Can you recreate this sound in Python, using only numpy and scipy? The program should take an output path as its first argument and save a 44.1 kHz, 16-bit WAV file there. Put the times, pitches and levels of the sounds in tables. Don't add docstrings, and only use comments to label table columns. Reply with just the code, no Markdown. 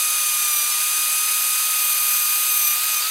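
import sys
import numpy as np
from scipy import signal
from scipy.fft import rfft, irfft, next_fast_len
from scipy.io import wavfile
from scipy.ndimage import uniform_filter1d, map_coordinates

SR = 44100
rng = np.random.default_rng(int(sys.argv[2]) if len(sys.argv) > 2 else 0)


def unload_audio(sound):
    columns = np.transpose(np.atleast_2d(sound))
    steps = np.round(np.clip(columns, -1, 1) * 32767)
    wavfile.write(sys.argv[1], SR, steps.astype(np.int16))


def ratio_of_db(decibels):
    return 10 ** (np.asarray(decibels, float) / 20)


N = 136710

# t/s, gear mesh f/Hz
MESH_SPEED = [(0.0, 1243.0), (0.44, 1221.9), (0.54, 1202), (0.62, 1198), (0.8, 1230.5), (1.18, 1245.5),
              (1.54, 1243.1), (1.7, 1253.3), (1.92, 1229.5), (2.14, 1236.2), (2.24, 1227.3), (2.47, 1246.5),
              (2.72, 1209.5), (2.84, 1256), (2.95, 1240), (3.0, 1217), (3.05, 1262), (3.1, 1300.0)]
# t/s, feed pressure level/dB, tooth hardness level/dB
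FEED_PRESSURE = [(0.0, -31, -37), (0.38, -31.5, -31), (0.56, -29, -26), (0.7, -34, -36), (0.9, -32, -35),
                 (1.36, -32.5, -36.5), (1.68, -35.5, -38), (1.85, -30, -28.5), (1.98, -33.5, -31.5),
                 (2.18, -31.5, -28), (2.46, -34, -33), (2.54, -29.5, -27), (2.72, -30.7, -25),
                 (2.79, -42, -45), (2.88, -34, -32), (2.985, -27.5, -35), (3.015, -47, -52),
                 (3.1, -45, -47)]
# order [multiples of mesh], level/dB at mean feed, share of the feed swing followed [0-1]
MESH_ORDERS = [1, 2, 3, 4, 5, 7, 8, 9, 10, 11, 12]
MESH_DB = [-35.7, -35.3, -42.5, -41.5, -33.6, -50, -48, -40.5, -33.5, -51, -49.5]
MESH_FOLLOWS = [.01, .5, .15, .12, .95, .3, .3, .2, .05, .3, .3]
# order [multiples of shaft turns], level/dB
SHAFT_ORDERS = [9, 22, 28, 30, 32, 39, 40, 42, 43, 44, 46, 49, 50, 53, 55, 57, 58, 61, 63, 71]
SHAFT_DB = [-57, -51, -57, -47, -50, -53, -45, -50, -41, -41, -45, -40, -43, -44, -47, -47, -47, -46, -50,
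            -46]
# f/Hz, width/Hz, level/dB
CASING_MODES = [(8030, 160, 8.5), (8480, 130, 8)]
# f/Hz, width/Hz, level/dB
VENT_BAND = [(10850, 1400, 0)]
# f/Hz, width/Hz, level/dB
GEARBOX_MODES = [(8000, 440, -11.5), (8680, 1670, -3.5), (9320, 440, -4), (9815, 560, -1.5),
                 (11080, 580, -2.5)]
# t/s, level/dB
RATTLE_LEVEL = [
    (0, -24.5),
    (.5, -25.5),
    (1.1, -23.5),
    (1.7, -23.5),
    (2.3, -24.5),
    (2.5, -23),
    (2.75, -25.5),
    (2.98, -26),
    (3.03, -28.5),
]
# f/Hz, width/Hz, level/dB
HOUSING_MODES = [(1404, 766, -5), (2594, 1020, -1), (3764, 1840, -2), (4690, 670, 0.5), (6310, 1000, -0.5),
                 (7280, 1160, -2)]
# f/Hz, level/dB
AIR_COLOUR = [(40, -40), (200, -15), (500, -15), (1000, -5.5), (1900, -4.5), (5500, -2.5), (11000, -2),
              (16000, -5.5)]
# t/s, level/dB
SPRAY_LEVEL = [
    (0, -29),
    (.7, -29.5),
    (1.25, -28.5),
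    (1.7, -27),
    (1.85, -25.5),
    (2.4, -26),
    (2.6, -25),
    (2.98, -27),
    (3.05, -29),
]
# f/Hz, level/dB
JET_COLOUR = [(9500, -28.5), (10600, -20), (11400, 6), (12500, 4.5), (14000, 2.5), (16000, -4)]
# t/s, level/dB
SCRAPE_LEVEL = [
    (0, -44),
    (2.7, -44),
    (2.82, -37.5),
    (2.93, -32),
    (3.0, -37.5),
    (3.08, -30),
]
# f/Hz, width/Hz, level/dB
FLUTE_MODES = [(1660, 900, -11), (3080, 1300, -2.5), (4500, 1300, 1.5), (6800, 1200, -10)]
# f/Hz, width/Hz, level/dB
VENT_MODES = [(6730, 1500, -6.5), (10530, 580, 1.5)]
# f/Hz, level/dB
MAGNET_HUM = [(120, -66), (240, -61)]
# t/s, low f/Hz, high f/Hz
NOISE_PATCHES = [(0.723, 7553, 8983), (0.727, 5314, 6227), (0.729, 11687, 13032), (0.798, 8931, 10362),
                 (0.798, 13841, 15874), (0.935, 6261, 7605), (0.939, 13152, 14496), (1.033, 4280, 5021),
                 (1.125, 14530, 15788), (1.195, 6347, 7605), (1.517, 4280, 5194), (1.517, 12376, 13807),
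                 (1.588, 13755, 15788), (2.287, 6950, 8208), (2.933, 14530, 15788)]
# f/Hz, level/dB
MIC_RESPONSE = [(30, -54), (120, -28.5), (200, -14), (260, -5), (500, 0), (1000, 0), (20000, 0)]

MESH_PER_TURN, COUNTER_PER_MESH = 6.2, 0.03025
RUNOUT, RUNOUT_TURN = 0.27, 0.019


def unit(x):
    return x / np.sqrt(np.mean(x ** 2) + 1e-20)


def curves(rows):
    s, *columns = np.transpose(rows)
    t = np.arange(N) / SR
    return [uniform_filter1d(np.interp(t, s, c), size=800, mode="nearest") for c in columns]


def wobble(rate):
    at = np.arange(N // 32 + 2) * 32
    knots = rng.standard_normal(1000)
    return np.interp(np.arange(N), at, map_coordinates(knots, [at * min(rate, 300) / SR]))


def slope(points):
    f, db = np.transpose(points)
    return lambda hz: ratio_of_db(np.interp(np.log(hz + 1), np.log(f), db))


def bells(peaks):
    return lambda f: np.sqrt(sum(ratio_of_db(2 * db) / (1 + ((f - c) * 2 / w) ** 2) ** 2 for c, w, db in peaks))


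def filtered(x, response):
    m = next_fast_len(N + 8192)
    return irfft(rfft(x, m) * response(np.fft.rfftfreq(m, 1 / SR)), m)[..., :N]


def rush(response, patchy_db, gate=1):
    z = signal.stft(rng.standard_normal(N), nperseg=512)[2]
    field = uniform_filter1d(rng.standard_normal(z.shape), size=6, axis=0)
    field = uniform_filter1d(field, size=14, axis=1)
    noise = signal.istft(z * ratio_of_db(patchy_db * unit(field)), nperseg=512)[1][:N]
    return unit(filtered(gate * noise, response))


def whine(mesh, mesh_hz, feed_db, hard_db, rattle_db, beat):
    tones = list(zip(MESH_ORDERS, MESH_DB, MESH_FOLLOWS))
    tones += [(k / MESH_PER_TURN, db, 0.11) for k, db in zip(SHAFT_ORDERS, SHAFT_DB)]
    vent_fade_db = 4.5 * (np.arange(N) - N / 2) / SR
    out = np.zeros(N)
    for order, db, follows in tones:
        high = min(order / 5, 1)
        hz = order * mesh_hz
        level_db = db + follows * feed_db + high * 1.2 * wobble(14)
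        if order == 10:
            level_db = level_db + hard_db + 2.2 * wobble(110)
        elif order > MESH_PER_TURN:
            level_db = level_db + 0.5 * rattle_db - bells(VENT_BAND)(hz) * vent_fade_db
        level = ratio_of_db(level_db) * (1 + RUNOUT * high ** 2 * beat)
        level = level * np.hypot(1, bells(CASING_MODES)(hz))
        blurred = mesh + 0.016 * wobble(40.2)
        out += level * np.sqrt(2) * np.sin(order * blurred + rng.uniform(0, 2 * np.pi))
    return out


def rattle(level_db, beat):
    swing_db = 1.0 * beat * (0.5 + 0.34 * wobble(4.4))
    spike_db = 0.5 * wobble(200)
    return ratio_of_db(level_db - 2.0) * rush(bells(GEARBOX_MODES), patchy_db=0.05, gate=ratio_of_db(swing_db + spike_db))


def fan(feed_db):
    roar = ratio_of_db(-28 - 0.04 * feed_db) * rush(bells(HOUSING_MODES), patchy_db=0.58)
    air = ratio_of_db(-31.5) * rush(slope(AIR_COLOUR), patchy_db=-0.8)
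    return roar + air


def spray():
    level_db, = curves(SPRAY_LEVEL)
    return ratio_of_db(level_db + 2 + 0.43 * wobble(10.74)) * rush(slope(JET_COLOUR), patchy_db=0.3)


def scrape():
    level_db, = curves(SCRAPE_LEVEL)
    grit = ratio_of_db(2.7 * wobble(150))
    return ratio_of_db(level_db) * rush(bells(FLUTE_MODES), patchy_db=3.5, gate=grit)


def vent():
    level_db = -31 - 3.5 * np.arange(N) / SR
    return ratio_of_db(level_db) * rush(bells(VENT_MODES), patchy_db=0.3)


def magnet():
    t = np.arange(N) / SR
    return sum(ratio_of_db(db + 0.2 * wobble(8)) * np.sqrt(2) * np.sin(2 * np.pi * hz * t) for hz, db in MAGNET_HUM)


def scene():
    mesh_hz, = curves(MESH_SPEED)
    rattle_db, = curves(RATTLE_LEVEL)
    feed_db, hard_db = (c - c.mean() for c in curves(FEED_PRESSURE))
    mesh = 2 * np.pi * np.cumsum(mesh_hz) / SR
    beat = np.cos(COUNTER_PER_MESH * mesh + 2 * np.pi * RUNOUT_TURN)
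    mono = whine(mesh, mesh_hz, feed_db, hard_db, rattle_db - rattle_db.mean(), beat)
    mono = mono + rattle(rattle_db, beat) + fan(feed_db)
    mono = mono + spray() + scrape() + vent() + magnet()
    return np.array([mono, mono])


def noise_patches(x):
    out, span, patch_s = x.copy(), 4096, 0.022
    hz = np.fft.rfftfreq(span, 1 / SR)
    t = (np.arange(span) - span // 2) / SR
    fade = np.clip(1.5 - abs(t) * 2 / patch_s, 0, 1) ** 2
    for s, low_hz, high_hz in NOISE_PATCHES:
        start = round(s * SR) - span // 2
        at = slice(start, start + span)
        band = (hz > low_hz) & (hz < high_hz)
        part = irfft(rfft(x[:, at]) * band)
        noise = unit(irfft(rfft(rng.standard_normal((2, span))) * band))
        noise = ratio_of_db(1) * part.std() * noise
        out[:, at] += np.sqrt(1 - (1 - fade) ** 2) * noise - fade * part
    return out


def low_pass(x):
    return signal.sosfilt(signal.butter(12, 16400, fs=SR, output="sos"), x)


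def record(dry):
    heard = filtered(dry, lambda hz: slope(MIC_RESPONSE)(hz) * (hz < 15780))
    mix = noise_patches(heard)
    return low_pass(mix)


dry = scene()
out = record(dry)
unload_audio(out)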